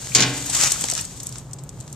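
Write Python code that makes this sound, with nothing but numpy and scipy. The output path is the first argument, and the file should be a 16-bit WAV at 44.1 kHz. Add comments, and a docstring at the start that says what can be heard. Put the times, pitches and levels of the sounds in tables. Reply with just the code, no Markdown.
"""The sheet-steel cover of an outdoor electrical panel swings open and bangs against its stop.
It chatters there, and every hit makes the sheet crash and ring. A long scraping rustle, made of
countless tiny slips close to the microphone, swells and thins out into dry crackles and a few soft
knocks. A low outdoor drone and faint hiss lie underneath."""
import sys
import numpy as np
from scipy import signal
from scipy.fft import rfft, irfft, next_fast_len
from scipy.io import wavfile
from scipy.ndimage import map_coordinates

SR = 44100
rng = np.random.default_rng(int(sys.argv[2]) if len(sys.argv) > 2 else 0)


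def log_audio(samples):
    """Write samples as a 16-bit WAV file to the path given in sys.argv[1]."""
    # one column per channel
    frames = np.atleast_2d(samples).T
    # limit to full scale, then quantise
    limited = np.clip(frames, -1, 1)
    pcm = np.round(limited * 32767).astype(np.int16)
    wavfile.write(sys.argv[1], SR, pcm)


N = 85995

# Tone of the outdoor air. Each row: frequency in Hz, relative level in dB.
AIR_TONE = [(20, -28), (50, -5), (95, -5), (130, 3), (200, -9), (330, -16.5), (600, -20.5), (1000, -23),
            (2000, -36), (4000, -40.5), (8000, -56), (14000, -48)]
# Loudness of the rustle. Each row: time in seconds, level in dB.
RUSTLE_LEVELS = [(0, -35), (.14, -33.5), (.3, -32), (.38, -30), (.44, -32), (.51, -27.5), (.55, -21),
                 (.585, -21), (.64, -19), (.69, -25), (.77, -28.5), (.9, -30.5), (1.0, -31), (1.09, -39.5),
                 (1.23, -41), (1.39, -42.5), (1.46, -53.5), (1.72, -55), (1.82, -49.5), (1.95, -49.5)]
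# Tone of the rustle. Each row: frequency in Hz, relative level in dB.
RUSTLE_TONE = [(200, -16), (1000, -10.5), (2200, -12), (3600, -7.5), (5400, -6), (6600, 0.5), (7900, 0.5),
               (9500, -12), (12000, -21), (14000, -23.5)]
# Dry crackles. Each row: start in seconds, relative level in dB, treble tilt in dB per octave,
# fade time in seconds. A fade time (t60) is how long a sound takes to drop by 60 dB.
CRACKLE_HITS = [(0.071, -23.5, -7.5, 0.0066), (0.4629, -18.5, 18, 0.0069), (0.497, -18, 0, 0.044),
                (0.5487, -11, 0.5, 0.022), (.612, -9.5, -3, .014), (0.6355, -9, -4, 0.016),
                (0.709, -13, -1, 0.004), (0.7115, -16, 0, 0.0038), (.7195, -7, -2.5, 0.0074),
                (0.721, -6, 19, 0.0083), (.810, -17, 14, .018), (0.8214, -21, 9, 0.018),
                (.8398, -12.5, -5.5, 0.014), (0.8857, -14, -2, 0.0053), (0.8996, -8.5, 0, 0.0056),
                (0.913, -14, 12, 0.017), (.92, -18, -4, 0.015), (.936, -16, 8, 0.012),
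                (.951, -16, -3, 0.014), (0.977, -18, 0, 0.028), (1.011, -18, 16, 0.016),
                (1.051, -21, 8, 0.015), (1.2008, -27, 0.5, 0.028), (1.231, -26, 16, 0.036),
                (1.2643, -32, 13, .02), (1.269, -17, 7, 0.0092), (1.291, -26, 13, .012),
                (1.325, -27.5, 6, 0.013), (1.3571, -27, -5, 0.011), (1.384, -23, 7, 0.0068),
                (1.511, -40, 1, 0.018), (1.5322, -25.5, 8, 0.026), (1.585, -37, -2.5, 0.068),
                (1.637, -28.5, 20, 0.0062), (1.692, -26, 3, 0.01), (1.802, -31.5, 8, 0.02),
                (1.809, -27, 1.5, 0.0053), (1.878, -33, -5, 0.011), (1.89, -49, -19, .012),
                (1.927, -27.5, 12, 0.019)]
# Tone of a crackle before its tilt. Each row: frequency in Hz, relative level in dB.
CRACKLE_TONE = [(40, -65), (300, -30), (1000, -23), (2200, -14), (4000, -5), (6600, 3.5), (8000, 6.5),
                (9500, -12.5), (14000, -29)]
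# Soft knocks. Each row: start in seconds, level in dB, pitch in Hz, left over right in dB,
# fade time in seconds.
KNOCK_HITS = [(0.119, -32, 2300, 5, 0.051), (.494, -31.5, 750, -15, 0.026), (0.7192, -31, 510, 17, 0.016),
              (.758, -29.5, 1300, -5, 0.048), (.8405, -27, 770, -10, 0.033), (.8405, -30, 260, -11, 0.038),
              (.885, -26, 2000, 5, .03), (0.9238, -28.5, 656, 0, 0.042), (.924, -36, 290, -2, 0.032),
              (.975, -31, 1470, 3, 0.041), (1.356, -42.5, 1280, 0, .03)]
# The cover hits its stop. Each row: start in seconds, level in dB, treble tilt in dB per octave.
COVER_HITS = [(0.1495, -5.5, 9.5), (.154, -21, -5), (0.167, -21.5, -1.5), (0.184, -18, -1),
              (.196, -18.5, -1.5), (0.205, -14, 6), (0.2225, -12.5, 0), (.236, -25, -3)]
# Clear notes of the cover. Each row: pitch in Hz, relative level in dB, fade time in seconds.
COVER_NOTES = [(127, 2, .6), (195, -2, .13), (255, -6, .6), (282, -9, 1.5), (304, -13, 1.2), (743, -12, .7),
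               (850, -14, .7), (1084, -6.5, .46), (1474, -10, .5), (1561, -16, 1.1), (1631, -13.5, .8),
               (1841, -13.5, .65), (2009, -13, 1.05), (2120, -13.5, .8), (2358, -11.5, .9),
               (2511, -7.5, .42), (2883, -8, .35), (2956, -7, .45), (3267, -7, .42), (3575, -11, .85),
               (3784, -10, .55), (4554, -10, .45), (5277, -6, .3)]
# Tone of the sheet's lingering shimmer. Each row: pitch in Hz, relative level of a note in dB.
SHIMMER_TONE = [(300, 2), (900, -2.5), (3000, -1.5), (5000, -4.5), (8000, -14)]
# How long the shimmer lasts. Each row: pitch in Hz, fade time in seconds.
SHIMMER_FADES = [(300, 1), (2000, 0.67), (7000, 0.97)]
# Crash of the sheet's crowded notes. Each row: frequency in Hz, relative level in dB.
CRASH_TONE = [(40, -29), (160, 10), (400, 5), (850, -4.5), (2000, 7.5), (4200, 9), (7000, 12.5),
              (9000, -6.5), (14000, -39)]
# How long the crash lasts. 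Each row: frequency in Hz, fade time in seconds.
CRASH_FADES = [(150, 0.45), (1000, 0.19), (4000, 0.15), (8000, 0.084), (14000, 0.14)]
# Crack of steel on steel. Each row: frequency in Hz, relative level in dB.
CRACK_TONE = [(300, -4.5), (1500, -29), (2300, 7), (3000, -5), (4200, 11.5), (5600, -11), (6900, 11.5),
              (10000, -23), (14000, -31)]
# Loudness of the scrape. Each row: time in seconds, level in dB.
SCRAPE_LEVELS = [(.49, -74), (.545, -27), (.58, -32.5), (.612, -19.5), (.677, -18.5), (.70, -36),
                 (.75, -30.5), (.78, -43), (.86, -40)]
# Tone of the scrape. Each row: frequency in Hz, relative level in dB.
SCRAPE_TONE = [(100, -37), (350, -6.5), (900, -8), (1200, 3), (1530, -6.5), (1900, 2.5), (2350, -0.5),
               (2700, 1.5), (3600, -5), (4300, -2.5), (6500, 8), (9000, -2), (14000, -29)]
# Loudness of the hollow rub. Each row: time in seconds, level in dB.
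RUB_LEVELS = [(.85, -72), (.885, -36), (.93, -44), (.96, -36), (.995, -31), (1.03, -64), (1.08, -65)]
# Resonances that make the rub hollow. Each row: centre in Hz, width in Hz, relative level in dB.
RUB_RESONANCES = [(1340, 66, -1), (1827, 52, 0), (2500, 74, -3), (2880, 81, 1), (3570, 220, -2.5),
                  (5570, 155, 6.5)]
# How alike the two microphones sound. Each row: frequency in Hz, likeness (1 means the same).
MIC_LIKENESS = [(30, 0.93), (130, 0.96), (260, .98), (500, 0.95), (2000, 0.65), (5000, 0.56), (8000, 0.17),
                (13000, 0.7)]
# Which microphone is louder. Each row: frequency in Hz, left over right in dB.
MIC_BALANCE = [(60, 0.8), (600, -1), (2500, 1.9), (5500, -1.5), (7500, 4), (10000, 10), (13000, 15.5)]
# Which microphone hears first. Each row: frequency in Hz, lead of the left in radians.
MIC_LEAD = [(100, -0.15), (1200, 0.46), (4200, -0.13), (5700, 1.43), (7000, 1.16), (8400, 2.6),
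            (13000, 1.4)]


def amp(db):
    """Turn decibels into a gain."""
    return 10 ** (np.asarray(db) / 20)


def unit(x):
    """Scale a signal to an average (rms) level of 1."""
    return x / np.sqrt(np.mean(x ** 2) + 1e-20)


def along(points, hz):
    """Read a table between its frequencies, on a scale of octaves."""
    freqs, values = np.transpose(points)
    return np.interp(np.log(hz + 1), np.log(freqs + 1), values)


def level(rows):
    """A gain for every sample from a loudness table, silent outside its times."""
    return amp(np.interp(np.arange(N) / SR, *np.transpose(rows), left=-120, right=-120))


def filtered(x, response):
    """Scale each frequency of x by response(hz)."""
    length = x.shape[-1]
    padded = next_fast_len(length + 4096)
    return irfft(rfft(x, padded) * response(np.fft.rfftfreq(padded, 1 / SR)), padded)[..., :length]


def stereo_angle(hz):
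    """An angle in radians that grows as left and right become less alike."""
    return np.arccos(along(MIC_LIKENESS, hz)) / 2


def spread(pair, tone_db):
    """Blend two unrelated signals into a left and right with the given tone, at level 1."""
    shares = lambda hz: np.array([np.cos(stereo_angle(hz)), np.sin(stereo_angle(hz))])
    mid, side = filtered(pair, lambda hz: amp(tone_db(hz)) * shares(hz))
    return unit(np.array([mid + side, mid - side]))


def noise(tone_db, size=N):
    """Stereo noise with the given tone, at level 1."""
    return spread(rng.standard_normal((2, size)), tone_db)


def tilted(points, tilt):
    """A tone made brighter or duller above 500 Hz by tilt dB per octave."""
    return lambda hz: along(points, hz) + tilt * np.log2(np.maximum(hz, 500) / 500)


def resonance(centre_hz, octaves):
    """A tone with one rounded peak, in dB."""
    return lambda hz: -20 * np.log10(1 + (np.log2((hz + 1) / centre_hz) / octaves) ** 2)


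def fade(t, t60):
    """Die away by 60 dB every t60 seconds."""
    return np.exp(-np.log(1000) * t / t60)


def burst(shape, tone_db):
    """A puff of noise that follows shape and has the same average level."""
    return unit(shape * noise(tone_db, size=len(shape))) * np.sqrt(np.mean(shape ** 2))


def add(out, start, x):
    """Mix x into out at start seconds."""
    part = out[:, round(start * SR):][:, :x.shape[1]]
    part += x[:, :part.shape[1]]


def outdoors():
    """Distant rumble and hiss, with a narrow band of noise as a wavering low drone."""
    air = amp(-39) * noise(lambda hz: along(AIR_TONE, hz))
    drone = amp(-48) * noise(resonance(128, octaves=0.12))
    return air + drone


def friction(tone_db, flutter_db, slips_per_s=2600, smooth_share=0.6, flutters_per_s=110):
    """Sliding surfaces make countless tiny slips of uneven size over a smooth rub."""
    slipping = rng.random(N) < slips_per_s / SR
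    sizes = amp(1.5 * np.clip(rng.standard_normal(N), -2, 2))
    grit = np.sqrt(1 - smooth_share) * unit(slipping * sizes * rng.standard_normal((2, N)))
    smooth = np.sqrt(smooth_share) * rng.standard_normal((2, N))
    flutter = map_coordinates(rng.standard_normal(2048), [np.arange(N) * flutters_per_s / SR],
                              mode="mirror")
    return unit(spread(grit + smooth, tone_db) * amp(flutter_db * flutter))


def rustle():
    """Thin, bright friction that goes on throughout."""
    return level(RUSTLE_LEVELS) * friction(lambda hz: along(RUSTLE_TONE, hz), flutter_db=1.5)


def crackles(ripple_db=1.5, rise_share=0.13):
    """Single sharp snaps, each with resonances of its own and a short echo from the wall."""
    out, t = np.zeros((2, N)), np.arange(4096) / SR
    ripple_hz = np.geomspace(1000, 14000, 16)
    echo = amp(-14) * fade(t, t60=0.055)
    for start, db, tilt, t60 in CRACKLE_HITS:
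        ripple = ripple_db * rng.standard_normal(len(ripple_hz))
        tone = lambda hz: tilted(CRACKLE_TONE, tilt)(hz) + np.interp(hz, ripple_hz, ripple)
        shape = (fade(t, t60) + echo) * (1 - fade(t, rise_share * t60))
        add(out, start, amp(db - 0.32) * burst(shape, tone))
    return out


def knocks(rise_s=0.00079):
    """Dull bumps that die quickly, most of them nearer to one microphone."""
    out, t = np.zeros((2, N)), np.arange(4096) / SR
    for start, db, hz, pan_db, t60 in KNOCK_HITS:
        shape = fade(t, t60) * (1 - np.exp(-t / rise_s))
        sides = amp(db + np.array([[pan_db], [-pan_db]]) / 2)
        add(out, start, sides * burst(shape, resonance(hz, octaves=0.24)))
    return out


def ring(pitches, gains, t60s, rise_cycles=3.3, waver_radians=0.2):
    """The steel's own notes gather energy from every hit; low ones swell more slowly."""
    out, t = np.zeros((2, N)), np.arange(N) / SR
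    push = np.zeros(N)
    for start, db, tilt in COVER_HITS:
        push[round(start * SR)] += amp(db - tilt) ** 2  # duller hits ring more
    phases = rng.uniform(0, 2 * np.pi, len(pitches))
    sides = rng.standard_normal(len(pitches))
    drifts = rng.standard_normal((len(pitches), 80))
    for hz, gain, t60, phase, side, drift in zip(pitches, gains, t60s, phases, sides, drifts):
        energy = signal.lfilter([1], [1, -fade(2 / SR, t60)], push)
        lag = np.exp(-hz / (rise_cycles * SR))
        swing = gain * signal.lfilter([1 - lag], [1, -lag], np.sqrt(energy))
        waver = waver_radians * np.interp(t, np.linspace(0, N / SR, len(drift)), drift)
        angle = 2 * np.pi * hz * t + phase + waver
        apart = side * stereo_angle(hz)  # the note reaches the two microphones out of step
        out += swing * np.sin([angle + apart, angle - apart])
    return out


def cover(shimmer_notes=110):
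    """Each hit on the stop cracks, crashes through the sheet and feeds its clear notes and shimmer."""
    note_hz, note_db, note_t60 = np.transpose(COVER_NOTES)
    out = ring(note_hz, amp(note_db - 14), note_t60)
    shimmer_hz = np.linspace(380, 7500, shimmer_notes) + rng.uniform(-19.5, 19.86, shimmer_notes)
    gains = amp(along(SHIMMER_TONE, shimmer_hz) + 2 * rng.standard_normal(shimmer_notes))
    out += ring(shimmer_hz, amp(-13) * gains / np.linalg.norm(gains), along(SHIMMER_FADES, shimmer_hz))
    for start, db, tilt in COVER_HITS:
        # Split noise into bands so that each can fade at its own speed.
        band_hz, when, bands = signal.stft(noise(tilted(CRASH_TONE, tilt), size=16384), SR, nperseg=128)
        fading = fade(when, along(CRASH_FADES, band_hz)[:, None])
        crash = signal.istft(bands * fading, SR, nperseg=128)[1]
        crack = noise(lambda hz: along(CRACK_TONE, hz), size=2048) * fade(np.arange(2048) / SR, t60=0.014)
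        add(out, start, amp(db) * crash)
        add(out, start, amp(db + 3) * crack)
    return out


def scrape():
    """Full-bodied friction in a few quick surges after the bang."""
    return level(SCRAPE_LEVELS) * friction(lambda hz: along(SCRAPE_TONE, hz), flutter_db=2.0)


def rub():
    """Lighter friction after the scrape, made hollow by narrow resonances."""
    power = lambda hz: sum(amp(db) ** 2 / (1 + (2 * (hz - centre) / width) ** 2)
                           for centre, width, db in RUB_RESONANCES)
    return level(RUB_LEVELS) * friction(lambda hz: 10 * np.log10(power(hz)), flutter_db=4.5)


def scene():
    """Near sounds over the outdoor air; their high treble reaches the left side earlier and louder."""
    near = cover() + scrape() + rub() + rustle() + crackles() + knocks()
    balance = lambda hz: amp(np.outer([.5, -.5], along(MIC_BALANCE, hz)))
    lead = lambda hz: np.exp(1j * np.outer([.5, -.5], along(MIC_LEAD, hz)))
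    return filtered(near, lambda hz: balance(hz) * lead(hz)) + outdoors()


def record(dry):
    """The camera rounds off the highest peaks and cuts away the very top of the treble."""
    ceiling, top_hz = 0.99, 14400
    rounded = dry / (1 + (dry / ceiling) ** 4) ** .25
    return filtered(rounded, lambda hz: hz < top_hz)


dry = scene()
out = record(dry)
log_audio(out)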